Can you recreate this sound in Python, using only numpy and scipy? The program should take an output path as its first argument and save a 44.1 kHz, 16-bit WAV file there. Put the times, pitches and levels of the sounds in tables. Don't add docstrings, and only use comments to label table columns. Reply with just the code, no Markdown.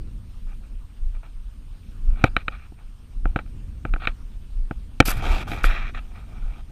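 import sys
import numpy as np
from scipy import signal
from scipy.fft import rfft, irfft, next_fast_len
from scipy.io import wavfile
from scipy.ndimage import uniform_filter1d, map_coordinates

SR = 44100
rng = np.random.default_rng(int(sys.argv[2]) if len(sys.argv) > 2 else 0)


def master_out(mix):
    frames = np.transpose(np.atleast_2d(mix))
    ceiling = np.clip(frames, -1, 1)
    pcm = np.round(ceiling * 32767).astype(np.int16)
    wavfile.write(sys.argv[1], SR, pcm)


def linear_from_db(decibels):
    return 10 ** (np.asarray(decibels, float) / 20)


N = 296173

# (time [s], strength [dB])
WIND_STRENGTH = [(0.0, -37.5), (0.37, -47), (1.35, -51.5), (1.89, -46), (2.17, -39), (2.43, -45.5),
                 (2.77, -50), (2.99, -49.5), (3.27, -42), (3.93, -39.5), (4.13, -45), (4.98, -45),
                 (5.2, -31), (5.37, -36.5), (5.48, -35), (6.1, -46), (6.47, -41), (6.72, -47)]
# (frequency [Hz], density [dB])
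BUFFET_SPECTRUM = [(26, -15), (45, 3), (52, -11), (59, -4), (113, -12.5), (200, -27.5), (260, -54.5),
                   (440, -120)]
# (frequency [Hz], density [dB])
RUMBLE_SPECTRUM = [(65, 0.5), (110, -5.5), (226, 0.5), (426, -17.5), (534, -21), (700, -32), (910, -59.5),
                   (1540, -120)]
BUFFET_DB, RUMBLE_DB = 4.5, -6.5
RUMBLE_GROWS = 0.98

# (frequency [Hz], density [dB])
FIELD_SPECTRUM = [(260, -15.5), (450, -3.5), (530, -5.5), (1200, -4), (1990, -11), (2650, -7),
                  (7820, -19.5), (15400, -23)]
# (frequency [Hz], level [dB])
ELECTRONIC_WHINE = [(8629, -77.5)]
FIELD_DB = -62.5

# (time [s], peak level [dB])
BODY_JOLTS = [(0.39, -24), (0.48, -24), (0.56, -24.5), (0.75, -32), (1.045, -13.5), (1.15, -22),
              (1.38, -27), (1.47, -30), (1.59, -29), (1.71, -32), (2.101, -6.5), (2.259, -17.5),
              (2.37, -26), (2.86, -29.5), (3.2, -24.5), (3.265, -11), (3.68, -32.5), (3.935, -13),
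              (4.085, -21), (4.379, -33), (4.596, -11), (4.68, -25.5), (5.04, -20.5), (5.135, -13),
              (5.22, -26), (5.32, -10.5), (5.675, -6.5), (5.82, -17.5), (6.462, -12.5), (6.6, -30.5)]
JOLT_RISE_S, JOLT_FALL_S, JOLT_SHAPE = 0.065, 0.078, 1.7
IDLE_DB, IDLE_SWING_DB = -38, 3.5

# (start [s], end [s], level [dB], change to the end [dB], belly [dB])
CLOTH_BRUSHES = [(.47, .53, -61.5, 6.5, -1.5), (.635, .685, -57.5, -14, -8),
                 (1.145, 1.17, -58.5, 0.5, -0.5), (1.234, 1.29, -51, -13.5, -2),
                 (2.05, 2.15, -67, 5.5, 2.5), (2.16, 2.23, -53.5, 5, -1.5), (2.255, 2.282, -35.5, -8.5, -3),
                 (2.29, 2.34, -56.5, -12.5, -2.5), (2.38, 2.423, -44, -4, -10.5), (2.5, 2.521, -54.5, 2, 0),
                 (2.522, 2.567, -44, -8.5, -10), (2.575, 2.665, -56.5, 2, -10),
                 (2.782, 2.84, -59, -7.5, -2), (3.268, 3.343, -60.5, -7, 3.5),
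                 (3.37, 3.382, -41, -10.5, -2.5), (3.396, 3.417, -44.5, -13, -4),
                 (3.863, 3.923, -52.5, -22, 2), (3.97, 3.985, -55, -3, -1.5), (4.0, 4.022, -48, 4, -9.5),
                 (4.022, 4.055, -38, 2, -7), (4.083, 4.118, -37.5, -18, -4.5), (4.72, 4.741, -57, -17, 5.5)]
# (start [s], end [s], level [dB], change to the end [dB], belly [dB])
FINGER_GRIPS = [(5.014, 5.035, -42, -6, -11.5), (5.056, 5.124, -39.5, 9.5, -9.5),
                (5.13, 5.225, -42.5, 1, -1), (5.225, 5.325, -38.5, 5, 2), (5.325, 5.43, -32.5, -6, 0.5),
                (5.43, 5.47, -49.5, -3, -3), (5.472, 5.52, -41.5, 4, -2), (5.52, 5.635, -36, -8.5, -3),
                (5.65, 5.83, -30, -7.5, -9), (5.83, 5.902, -41, -0.5, -10), (5.948, 5.993, -38.5, -2, -8.5),
                (5.995, 6.1, -56.5, -11, 0.5), (6.1, 6.175, -64.5, 13.5, 0),
                (6.175, 6.28, -51.5, -15.5, -0.5), (6.28, 6.61, -59, 4, 1), (6.68, 6.72, -66, 7, 1)]
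# (centre [Hz], width [Hz], level [dB])
SHELL_PEAKS = [(1221, 170, 5.5), (1510, 300, 3.5), (2353, 247, 6), (2397, 166.5, -7.5), (3153, 190, -8.5),
               (4130, 740, -9.5), (4370, 70, -13.5)]
# (centre [Hz], width [Hz], level [dB])
BELLY_PEAKS = [(324, 200, -4), (496, 270, -4), (797, 250, -2)]
# (centre [Hz], width [Hz], level [dB])
FLANK_PEAKS = [(1925, 180, 2.5), (2900, 860, -6), (5200, 820, -32)]
# (centre [Hz], width [Hz], level [dB])
SKIN_PEAKS = [(3220, 1900, 0)]
BRUSH_FLANK_DB, GRIP_FLANK_DB, SKIN_DB = -11, -10, -10
FLANK_PER_BELLY = -0.6
RUB_ATTACK_S, RUB_RELEASE_S = 0.008, 0.012
FIRM_DB, TOP_PER_DB, TOP_FROM_HZ = -48, 0.5, 2900

# (time [s], peak level [dB], weight [dB], brightness [dB])
BUCKLE_KNOCKS = [(2.24, 3, -21.5, -9.5), (2.365, -1.5, -35.5, -8), (2.481, -9, -35, -6.5),
                 (2.721, -53, 0.5, -16), (3.255, -14.5, -22.5, -20), (3.36, -9, -21, -12.5),
                 (3.389, -17, -29, -11), (3.461, -43.5, -22.5, -9), (3.475, -50, -16, -6),
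                 (3.851, -15, -21, -14.5), (3.937, -16, -28, -9), (3.961, -20.5, -27.5, -25),
                 (4.072, -5.5, -34.5, -5), (4.71, -18, -18, -17), (5.002, 8.5, -23, -4.5),
                 (5.024, -19.5, -22, -10), (5.081, -21.5, -14.5, -12), (5.084, -14.5, -39, -5.5),
                 (5.516, -20.5, -20, -4), (5.532, -22.5, -23, -4.5), (5.641, -3, -34, -12)]
# (frequency [Hz], level [dB], t60 [s])
THUD_MODES = [(128, 7.5, 0.029), (178, 3.5, .025), (224.5, 3, 0.029), (284.8, 8, 0.023),
              (374.4, -17.5, 0.044)]
# (frequency [Hz], level [dB], t60 [s])
LOW_SHELL_MODES = [(522.6, -1.5, 0.03), (694, -1, 0.022), (754, 2, 0.023), (836, -6, 0.033)]
# (frequency [Hz], level [dB], t60 [s])
MID_SHELL_MODES = [(1348, 5.5, 0.011), (1480, -7.5, .018)]
# (frequency [Hz], level [dB], t60 [s])
HIGH_SHELL_MODES = [(1851, -12, 0.024), (2362, 1, 0.013), (2534, -10.5, 0.019), (3070, -15.5, 0.022)]
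# (frequency [Hz], level [dB], t60 [s])
EDGE_MODES = [(3230, -3, 0.0062), (3764, -0.5, .011), (3950, -3, 0.013), (4410, -7.5, 0.0067)]
# (centre [Hz], width [Hz], level [dB])
TICK_PEAKS = [(7000, 5800, 0)]
LOW_PER_WEIGHT, EDGE_PER_BRIGHT = 0.64, 1.8
TICK_DB, TICK_GROWS, TICK_T60_S = -36.5, 1.6, 0.0067

# (start [s], end [s], level [dB], change to the end [dB])
PORT_SCRAPES = [
    (5.055, 5.116, -29, -2.5),
    (5.127, 5.164, -47, -10.5),
    (5.169, 5.201, -46.5, -11.5),
    (5.23, 5.42, -62.5, 6),
    (5.476, 5.518, -55, 5),
    (5.522, 5.61, -51, -16),
    (5.636, 5.663, -39.5, 1.5),
    (5.66, 5.85, -48.5, -32),
]
# (frequency [Hz], density [dB])
FIZZ_SPECTRUM = [(800, -12), (1500, -12), (4200, -9.5), (4750, -5.5), (5400, -11), (9800, -13),
                 (12600, -11), (15400, -22.5)]
SCRAPE_ATTACK_S, SCRAPE_RELEASE_S = 0.0028, 0.01

TOP_HZ = 15330


def unit(x):
    return x / np.sqrt(np.mean(x ** 2) + 1e-20)


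def wobble(rate):
    knots = rng.standard_normal(int(N * rate / SR) + 4)
    return map_coordinates(knots, [np.arange(N) * rate / SR])


def filtered(x, response):
    m = next_fast_len(N + 8192)
    return irfft(rfft(x, m) * response(np.fft.rfftfreq(m, 1 / SR)), m)[:N]


def lowpassed(x, corner_hz, order):
    return filtered(x, lambda hz: 1 / (1 + (hz / corner_hz) ** order))


def coloured(x, spectrum):
    f, db = np.transpose(spectrum)
    return unit(filtered(x, lambda hz: linear_from_db(np.interp(np.log(hz + 1), np.log(f + 1), db))))


def resonant(x, peaks):
    def bank(hz):
        total = 0
        for k, (centre, width, db) in enumerate(peaks):
            damping = 1j * hz * width
            total = total + (-1) ** k * linear_from_db(db) * damping / (centre * centre - hz * hz + damping)
        return total
    return unit(filtered(x, bank))


def grit(grain_db, rate):
    return unit(linear_from_db(grain_db * wobble(rate)) * rng.standard_normal(N))


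def patchy(x, depth_db):
    z = signal.stft(x, nperseg=256)[2]
    patches = uniform_filter1d(rng.standard_normal(z.shape), 4, 0)
    patches = uniform_filter1d(patches, 16, 1)
    return unit(signal.istft(z * linear_from_db(depth_db * unit(patches)), nperseg=256)[1][:N])


def swells(s, db, rise, fall, shape):
    t = np.arange(0, N / SR + 0.001, 0.001)
    late = t - s[:, None]
    away = np.where(late < 0, -late / rise, late / fall)
    power = linear_from_db(2 * (db[:, None] - 20 * away ** shape))
    return np.interp(np.arange(N) / SR, t, np.sqrt(power.sum(0)))


def strokes(s, end, db, change_db, attack, release):
    t = np.arange(0, N / SR + 0.001, 0.001)
    late, length = t - s[:, None], np.abs(end - s)[:, None]
    hold_db = db[:, None] + change_db[:, None] * np.clip(late / length, 0, 1)
    ends_db = 20 * (np.clip(-late, 0, None) / attack + np.clip(late - length, 0, None) / release)
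    return np.interp(np.arange(N) / SR, t, linear_from_db((hold_db - ends_db).max(0)))


def wind():
    s, db = np.transpose(WIND_STRENGTH)
    strength_db = np.interp(np.arange(N) / SR, s, db)
    mean_db = strength_db.mean()
    rumble_db = mean_db + RUMBLE_GROWS * (strength_db - mean_db)
    gust = wobble(3.1)
    buffet = coloured(rng.standard_normal(N), BUFFET_SPECTRUM)
    buffet = unit(linear_from_db(0.37 * gust) * buffet)
    rumble = coloured(rng.standard_normal(N), RUMBLE_SPECTRUM)
    rumble = unit(linear_from_db(0.8 * gust + 1.6 * wobble(19)) * rumble)
    return linear_from_db(strength_db + BUFFET_DB) * buffet + linear_from_db(rumble_db + RUMBLE_DB) * rumble


def field():
    hiss = coloured(patchy(rng.standard_normal(N), depth_db=2.1), FIELD_SPECTRUM)
    (hz, db), = ELECTRONIC_WHINE
    whine = linear_from_db(db + 5.5) * np.sin(2 * np.pi * hz * np.arange(N) / SR)
    return linear_from_db(FIELD_DB + 0.6 * wobble(2.8)) * hiss + whine


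def sway():
    level = swells(*np.transpose(BODY_JOLTS), JOLT_RISE_S, JOLT_FALL_S, JOLT_SHAPE)
    swing_hz = 28 * (1 + 0.07 * wobble(12) + 0.06 * wobble(30))
    phase = 2 * np.pi * np.cumsum(swing_hz) / SR
    overtone = 0.14 * wobble(14) * np.sin(2 * phase)
    heave = resonant(rng.standard_normal(N), [(30, 25, 0)])
    heave = unit(lowpassed(heave, 50, 4))
    idle = linear_from_db(IDLE_DB + IDLE_SWING_DB * wobble(5)) * heave
    return level * linear_from_db(-2) * (np.sin(phase) + overtone + 0.17 * heave) + idle


def rubbing():
    friction = patchy(grit(grain_db=2.2, rate=320), depth_db=1.7)
    shell = unit(lowpassed(resonant(friction, SHELL_PEAKS), 4600, 8))
    belly = resonant(friction, BELLY_PEAKS)
    flank = resonant(friction, FLANK_PEAKS)
    skin = unit(lowpassed(resonant(friction, SKIN_PEAKS), 5500, 4))
    out = np.zeros(N)
    for rows, body, flank_db, trade in [(CLOTH_BRUSHES, shell, BRUSH_FLANK_DB, 0),
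                                        (FINGER_GRIPS, shell + linear_from_db(SKIN_DB) * skin, GRIP_FLANK_DB, FLANK_PER_BELLY)]:
        s, end, db, change_db, belly_db = np.transpose(rows)

        def gain(share_db):
            return strokes(s, end, db + share_db, change_db, RUB_ATTACK_S, RUB_RELEASE_S)

        low = lowpassed(body, TOP_FROM_HZ, 8)
        top_db = TOP_PER_DB * np.minimum(db + change_db / 2 - FIRM_DB, 0)
        out += gain(0) * low + gain(top_db) * (body - low)
        out += gain(belly_db) * belly
        out += gain(flank_db + trade * belly_db) * flank
    return out


def contact(hz):
    def dead(centre, width):
        gap = centre ** 2 - hz ** 2
        return (gap + 0.2j * hz * width) / (gap + 1j * hz * width)
    dull = 1 / (1 + 1j * hz / 5000 - (hz / 4300) ** 2)
    return dull * dead(990, 320) * dead(4650, 2100)


def knocks():
    out, ticks = np.zeros(N + SR), np.zeros(N + SR)
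    t = np.arange(SR // 8) / SR
    families = [THUD_MODES, LOW_SHELL_MODES, MID_SHELL_MODES, HIGH_SHELL_MODES, EDGE_MODES]
    rebound = np.sin(2 * np.pi * 33 * t) * linear_from_db(-60 * t / 0.098) * (1 - np.exp(-t / 0.003))
    for s, db, weight_db, bright_db in BUCKLE_KNOCKS:
        start = round((s + 0.0004) * SR)
        span = slice(start, start + len(t))
        out[span] += linear_from_db(db + weight_db + 8) * rebound
        tick_db = TICK_GROWS * db + TICK_DB - 60 * t / TICK_T60_S
        ticks[span] += linear_from_db(tick_db) * rng.standard_normal(len(t))
        shares = [weight_db + 15.5, LOW_PER_WEIGHT * weight_db + 6.5, -2,
                  bright_db + 4, EDGE_PER_BRIGHT * bright_db - 0.3]
        for modes, share_db in zip(families, shares):
            for hz, mode_db, t60 in modes:
                rise = 1 - np.exp(-t / (0.00061 + 0.5 / hz))
                tone = np.sin(2 * np.pi * hz * (1 + 0.012 * rng.standard_normal()) * t)
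                ring_db = db + share_db + mode_db + rng.standard_normal() - 60 * t / t60
                out[span] -= linear_from_db(ring_db) * rise * tone
    ticks = ticks[:N]
    return filtered(out[:N], contact) + np.std(ticks) * resonant(ticks, TICK_PEAKS)


def scrape():
    level = strokes(*np.transpose(PORT_SCRAPES), SCRAPE_ATTACK_S, SCRAPE_RELEASE_S)
    friction = patchy(grit(grain_db=1.8, rate=170), depth_db=2.0)
    return level * linear_from_db(0.8) * coloured(friction, FIZZ_SPECTRUM)


def scene():
    return (wind() + field() + sway() + rubbing() + knocks() + scrape())[None]


def thinned_top(x):
    hz, _, z = signal.stft(x, SR, nperseg=1024)
    bass = np.log(np.sum(np.abs(z[:3]) ** 2, 0) + 1e-12)
    surplus = bass - uniform_filter1d(bass, size=60)
    busy = surplus + 0.8 * rng.standard_normal(len(bass)) > 0.6
    top = hz > 12900
    quiet = np.mean(np.abs(z[top]), 0) < linear_from_db(-100)
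    block = rng.random((len(hz) // 12 + 1, len(bass))) < 0.62
    block = np.repeat(block, 12, 0)[:len(hz)]
    z = z * np.where(block & busy & quiet & top[:, None], linear_from_db(-23), 1)
    return signal.istft(z, SR, nperseg=1024)[1][:N]


def roll_off(x):
    return signal.sosfilt(signal.butter(12, 16480, fs=SR, output="sos"), x)


def record(dry):
    top, hard = 0.97, 6
    band = filtered(thinned_top(dry[0]), lambda hz: hz < TOP_HZ)[None]
    clipped = band / (1 + np.abs(band / top) ** hard) ** (1 / hard)
    return roll_off(clipped)


dry = scene()
out = record(dry)
master_out(out)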